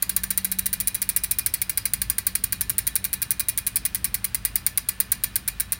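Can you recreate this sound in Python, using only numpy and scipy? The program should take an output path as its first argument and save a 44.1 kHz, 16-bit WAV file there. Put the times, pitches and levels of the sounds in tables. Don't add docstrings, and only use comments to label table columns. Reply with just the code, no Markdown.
import sys
import numpy as np
from scipy import signal
from scipy.fft import rfft, irfft, next_fast_len
from scipy.io import wavfile
from scipy.ndimage import map_coordinates

SR = 44100
rng = np.random.default_rng(int(sys.argv[2]) if len(sys.argv) > 2 else 0)


def digitize_waveform(pressure):
    field = np.atleast_2d(pressure).T
    bounded = np.clip(field, -1, 1)
    quanta = np.round(bounded * 32767).astype(np.int16)
    wavfile.write(sys.argv[1], SR, quanta)


N = 255339
TEETH_PER_TURN = 30


def amp(db):
    return 10 ** (np.asarray(db) / 20)


def unit(x):
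    return x / np.sqrt(np.mean(x ** 2) + 1e-20)


def wobble(rate):
    knots = rng.standard_normal(int(N * rate / SR) + 4)
    return map_coordinates(knots, [np.arange(N) * rate / SR])


def swell(peak_s, width_s, rise_db):
    return rise_db * np.exp(-((np.arange(N) / SR - peak_s) / width_s) ** 2)


def coloured(x, points):
    size = 2 * next_fast_len(N)
    hz, db = np.transpose(points)
    bin_hz = np.fft.rfftfreq(size, 1 / SR)
    gain = unit(amp(np.interp(np.log(bin_hz + 1), np.log(hz), db)))
    cepstrum = irfft(np.log(np.maximum(gain, 1e-6)))
    cepstrum[1:size // 2] *= 2
    cepstrum[size // 2 + 1:] = 0
    return irfft(rfft(x, size) * np.exp(rfft(cepstrum)), size)[:N]


def placed(times, sounds):
    index = np.round(times * SR).astype(int)[..., None] + np.arange(sounds.shape[-1])
    return np.bincount(np.maximum(index, 0).ravel(), sounds.ravel(), N)[:N]


def fading(t, rise_s, t60_s):
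    envelope = (1 - np.exp(-t / rise_s)) * amp(-60 * t / t60_s)
    return envelope / np.linalg.norm(envelope)


def wavering_tone(hz, waver_db, drift_hz):
    phase = 2 * np.pi * np.cumsum(hz + drift_hz * wobble(14)) / SR
    return unit(amp(waver_db * wobble(9.4)) * np.sin(phase))


def outdoors():
    # frequency in Hz, density in dB.
    rumble_shape = [(13, -42), (22, -15), (24, -19), (33, -5), (54, -7.5), (76, -3.5), (108, -1.5),
                    (158, -12), (188, -7), (216, -12.5), (282, -17.5), (324, -22), (450, -28), (580, -55),
                    (990, -120)]
    air_shape = [(160, -49.5), (280, -9), (773, -7.5), (1630, -3.5), (2360, -6), (2990, -7), (4350, -10),
                 (6520, -18), (9790, -17.5), (15200, -22), (16000, -8.5)]
    rumble = amp(-45.5 + 1.1 * wobble(3.95)) * unit(coloured(rng.standard_normal(N), rumble_shape))
    air = amp(-47.5) * unit(coloured(rng.standard_normal(N), air_shape))
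    drone = amp(-46.5) * wavering_tone(hz=51.6, waver_db=3.5, drift_hz=2.57)
    hum = amp(-56.5) * wavering_tone(hz=189.4, waver_db=0.5, drift_hz=1)
    bass_swell = amp(swell(peak_s=2.9, width_s=0.38, rise_db=2.2))
    hum_swell = amp(swell(peak_s=0.48, width_s=0.54, rise_db=12.3))
    return bass_swell * (rumble + drone) + air + hum_swell * hum


def once_a_turn(tooth, peak_tooth):
    return np.cos(2 * np.pi * (tooth - peak_tooth) / TEETH_PER_TURN)


def coasting(teeth=66):
    first_click_s, start_teeth_per_s = 0.0236, 14.616
    tooth = np.arange(teeth - 1) + 0.5
    friction_loss = (2.1823 + 0.000706 * tooth) * tooth
    unbalance = 7.5135 * once_a_turn(tooth, peak_tooth=14.053)
    energy = start_teeth_per_s ** 2 - friction_loss + unbalance
    spacing = 1 + 0.004 * once_a_turn(3 * tooth, 3 * 1.11)
    return first_click_s + np.append(0, np.cumsum(spacing / np.sqrt(energy)))


def landings(scatter_s):
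    trailing_delays = [(.041, .03, 10.6), (.083, .04, 13.2)]
    mean, swing, latest = np.transpose(trailing_delays)
    lead = coasting()
    lag = mean + swing * once_a_turn(np.arange(len(lead))[:, None], latest)
    passage_s = np.gradient(lead)[:, None]
    trailing = lead[:, None] + lag * passage_s + scatter_s * rng.standard_normal(lag.shape)
    return np.column_stack([lead, trailing])


def tooth_levels(lead, rise_db_per_s=0.164):
    tooth = np.arange(len(lead))
    click_scatter, knock_scatter = rng.standard_normal((len(lead), 2)).T
    rise_db = rise_db_per_s * lead
    click_db = -20 + rise_db + 0.3 * once_a_turn(tooth, peak_tooth=1.8) + 0.76 * click_scatter
    knock_db = -31 + rise_db + 0.5 * once_a_turn(tooth, peak_tooth=21) + 0.65 * knock_scatter
    return click_db, knock_db


def facing_db(times, swing_db, facing):
    return swing_db * once_a_turn(np.arange(len(times))[:, None, None], facing)


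def dense_ring(shape, envelope, alike):
    own = rng.standard_normal((shape[1], len(envelope)))
    fresh = rng.standard_normal((*shape, len(envelope)))
    return envelope * (np.sqrt(alike) * own + np.sqrt(1 - alike) * fresh)


def short_modes(times, db, table, rise_s):
    t = np.arange(SR // 10) / SR
    hz, level, t60, swing_db, facing = np.transpose(table)
    envelopes = amp(-60 * t / t60[:, None]) * (1 - np.exp(-t / rise_s))
    modes = envelopes * np.exp(2j * np.pi * hz[:, None] * t)
    phase = np.exp(2j * np.pi * rng.random((*times.shape, len(hz))))
    strengths = amp(db[..., None] + level + facing_db(times, swing_db, facing)) * phase
    return placed(times, (strengths @ modes).real)


def wheel_wash(times, db):
    # frequency in Hz, density in dB.
    wash_shape = [(600, -11), (1500, -4), (2300, 4), (3100, -9.5), (4400, -1), (5200, -7), (7500, -9.5),
                  (9100, 3), (11200, 0.5), (11900, -0.5), (14200, -0.5), (15400, 2), (16000, -38)]
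    t = np.arange(SR // 3) / SR
    tails = fading(t, rise_s=0.0036, t60_s=0.15) * rng.standard_normal((len(times), len(t)))
    return coloured(placed(times, amp(db)[:, None] * tails), wash_shape)


def sprocket_ring(times, db, spread, count=5):
    # centre in Hz, level in dB, t60 in seconds,
    # swing over a turn in dB, tooth at which that swing is added in full.
    clusters = [(1609, -6, 0.12, 1, 24), (1753, -9, 0.43, 3.5, 4.1), (1965, 1.5, 0.11, 0.5, 31),
                (2287, -7.5, 0.12, -2, 10), (2447, -4.5, 0.37, 3, 14), (2813, -4.5, 0.18, 1, 3),
                (3314, -4, 0.14, 1.5, 5), (3916, -1, 0.23, 1.5, 10), (4600, -9, 0.15, -3, 1),
                (4360, -0.5, 0.17, 1, 1), (4774, -0.5, 0.085, 4.5, 29.3), (4890, -2, 0.18, 6, 25),
                (5370, -1, 0.16, 1.5, 16), (5813, -1.5, 0.12, -1.5, 13), (6140, -5.5, 0.18, 2.5, 18),
                (6930, -2.5, 0.13, 3.5, 2), (7820, -4, 0.12, -5, 5.3), (9110, -2.5, 0.32, 0, 4),
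                (9300, -9, 0.14, 10, 19), (10500, -9, 0.11, 8, 16), (10800, -4, 0.14, 11, 10)]
    t = np.arange(SR // 4) / SR
    centre_hz, level, t60, swing_db, facing = np.repeat(clusters, count, axis=0).T
    detune = spread * np.tile(np.linspace(-1, 1, count), len(clusters))
    hz = centre_hz * (1 + detune * rng.uniform(0.46, 1, len(detune)))
    envelopes = amp(-60 * t / t60[:, None]) * (1 - np.exp(-t / 0.00024))
    modes = envelopes * np.sin(2 * np.pi * hz[:, None] * t)
    strengths = amp(db[..., None] + level + facing_db(times, swing_db, facing))
    strengths *= rng.standard_normal(strengths.shape)
    return placed(times, strengths @ modes) / np.sqrt(count)


def shell_ring(times, db):
    # frequency in Hz, level in dB, t60 in seconds, swing over a turn in dB,
    # tooth at which the lobe faces the microphone.
    shell_modes = [(1133, -12.5, 0.065, 3.5, 27.2), (1582, -3.5, 0.026, 6, 2.8), (2160, 0, 0.018, 8.5, 24),
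                   (2345, -5, 0.032, 6, 12), (4414, -12, 0.017, 19, 27.6), (4830, -19.5, 0.052, 16, 12),
                   (5770, -5, 0.012, 15, 9.1)]
    return short_modes(times, db, shell_modes, rise_s=0.0007)


def shell_knocks(times, db, crack):
    # frequency in Hz, density in dB.
    shell_shape = [(500, -38.5), (850, -35), (1140, -22), (1270, -15.5), (1640, 1), (1850, -3.5),
                   (2360, 0.5), (2620, -7), (3020, -6), (3600, -2.5), (4270, 1.5), (5150, -5.5), (5650, -4),
                   (7350, -7), (8000, -10.5), (10400, -51), (17600, -120)]
    t = np.arange(SR // 12) / SR
    body = dense_ring(times.shape, fading(t, rise_s=0.00061, t60_s=0.016), alike=0.48)
    knocks = body + crack * (t == 0)
    return coloured(placed(times, amp(db)[..., None] * knocks), shell_shape)


def pawl_pings(times, db):
    # frequency in Hz, level in dB, t60 in seconds, swing over a turn in dB,
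    # tooth at which that swing is added in full.
    pawl_modes = [(8820, -3, 0.021, 7.5, 1), (9340, -8.5, 0.023, 11, 21), (9790, 1, 0.018, 9.5, 16),
                  (11035, 2, 0.029, 1.5, -2.5), (12420, -3, 0.023, 7, 8), (15100, -4, .016, -2, 24)]
    return short_modes(times, db, pawl_modes, rise_s=0.00077)


def pawl_snaps(times, db, flight_s, slip_db, bounce_s, bounce_db, steel_db):
    # frequency in Hz, density in dB.
    snap_shape = [(4120, -29), (7000, -13), (7660, -12), (9000, 1), (9910, 2), (10500, -1.5), (11200, -0.5),
                  (13000, -1), (14200, -2.5), (15100, 4.5), (15900, -1), (16300, -7), (16500, -21)]
    t = np.arange(SR // 20) / SR
    contact = lambda: dense_ring(times.shape, fading(t, rise_s=0.00005, t60_s=0.0045), alike=0.2)
    force = amp(db + 1.56 * rng.standard_normal(times.shape))[..., None]
    slam_times = times + flight_s * np.exp(0.2 * rng.standard_normal(times.shape))
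    bounce_times = slam_times + bounce_s * np.exp(0.19 * rng.standard_normal(times.shape))
    steel = dense_ring(times.shape, fading(t, rise_s=0.00094, t60_s=0.039), alike=0.29)
    slips = placed(times, amp(slip_db) * force * contact())
    slams = placed(slam_times, force * (contact() + amp(steel_db) * steel))
    bounces = placed(bounce_times, amp(bounce_db) * force * contact())
    return coloured(slips + slams + bounces, snap_shape)


def scene():
    # snap, knock and sprocket ring, as offsets in dB.
    pawls = [(0, -2.5, 4.5), (-2, -1, -2.5), (-4, 0, -2.5)]
    snap_offset, knock_offset, ring_offset = np.transpose(pawls)
    times = landings(scatter_s=0.00025)
    click_db, shell_db = tooth_levels(times[:, 0])
    snap_db = click_db[:, None] + snap_offset
    knock_db = shell_db[:, None] + knock_offset
    snaps = amp(19) * pawl_snaps(times, snap_db, flight_s=0.00068, slip_db=2,
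                                 bounce_s=0.001, bounce_db=-2.5, steel_db=-3)
    pings = amp(-3.5) * pawl_pings(times, snap_db)
    knocks = amp(20) * shell_knocks(times, knock_db, crack=0.41)
    hollow = amp(-4) * shell_ring(times, knock_db)
    sprockets = amp(-28) * sprocket_ring(times, click_db[:, None] + ring_offset, spread=0.01113)
    wash = amp(13.5) * wheel_wash(times[:, 0], click_db)
    return (snaps + pings + knocks + hollow + sprockets + wash + outdoors())[None]


def record(dry):
    low_cut_hz, top_hz = 38, 15900
    thinned = signal.sosfilt(signal.butter(3, low_cut_hz, "highpass", fs=SR, output="sos"), dry)
    return signal.sosfilt(signal.butter(24, top_hz, fs=SR, output="sos"), thinned)


dry = scene()
out = record(dry)
digitize_waveform(out)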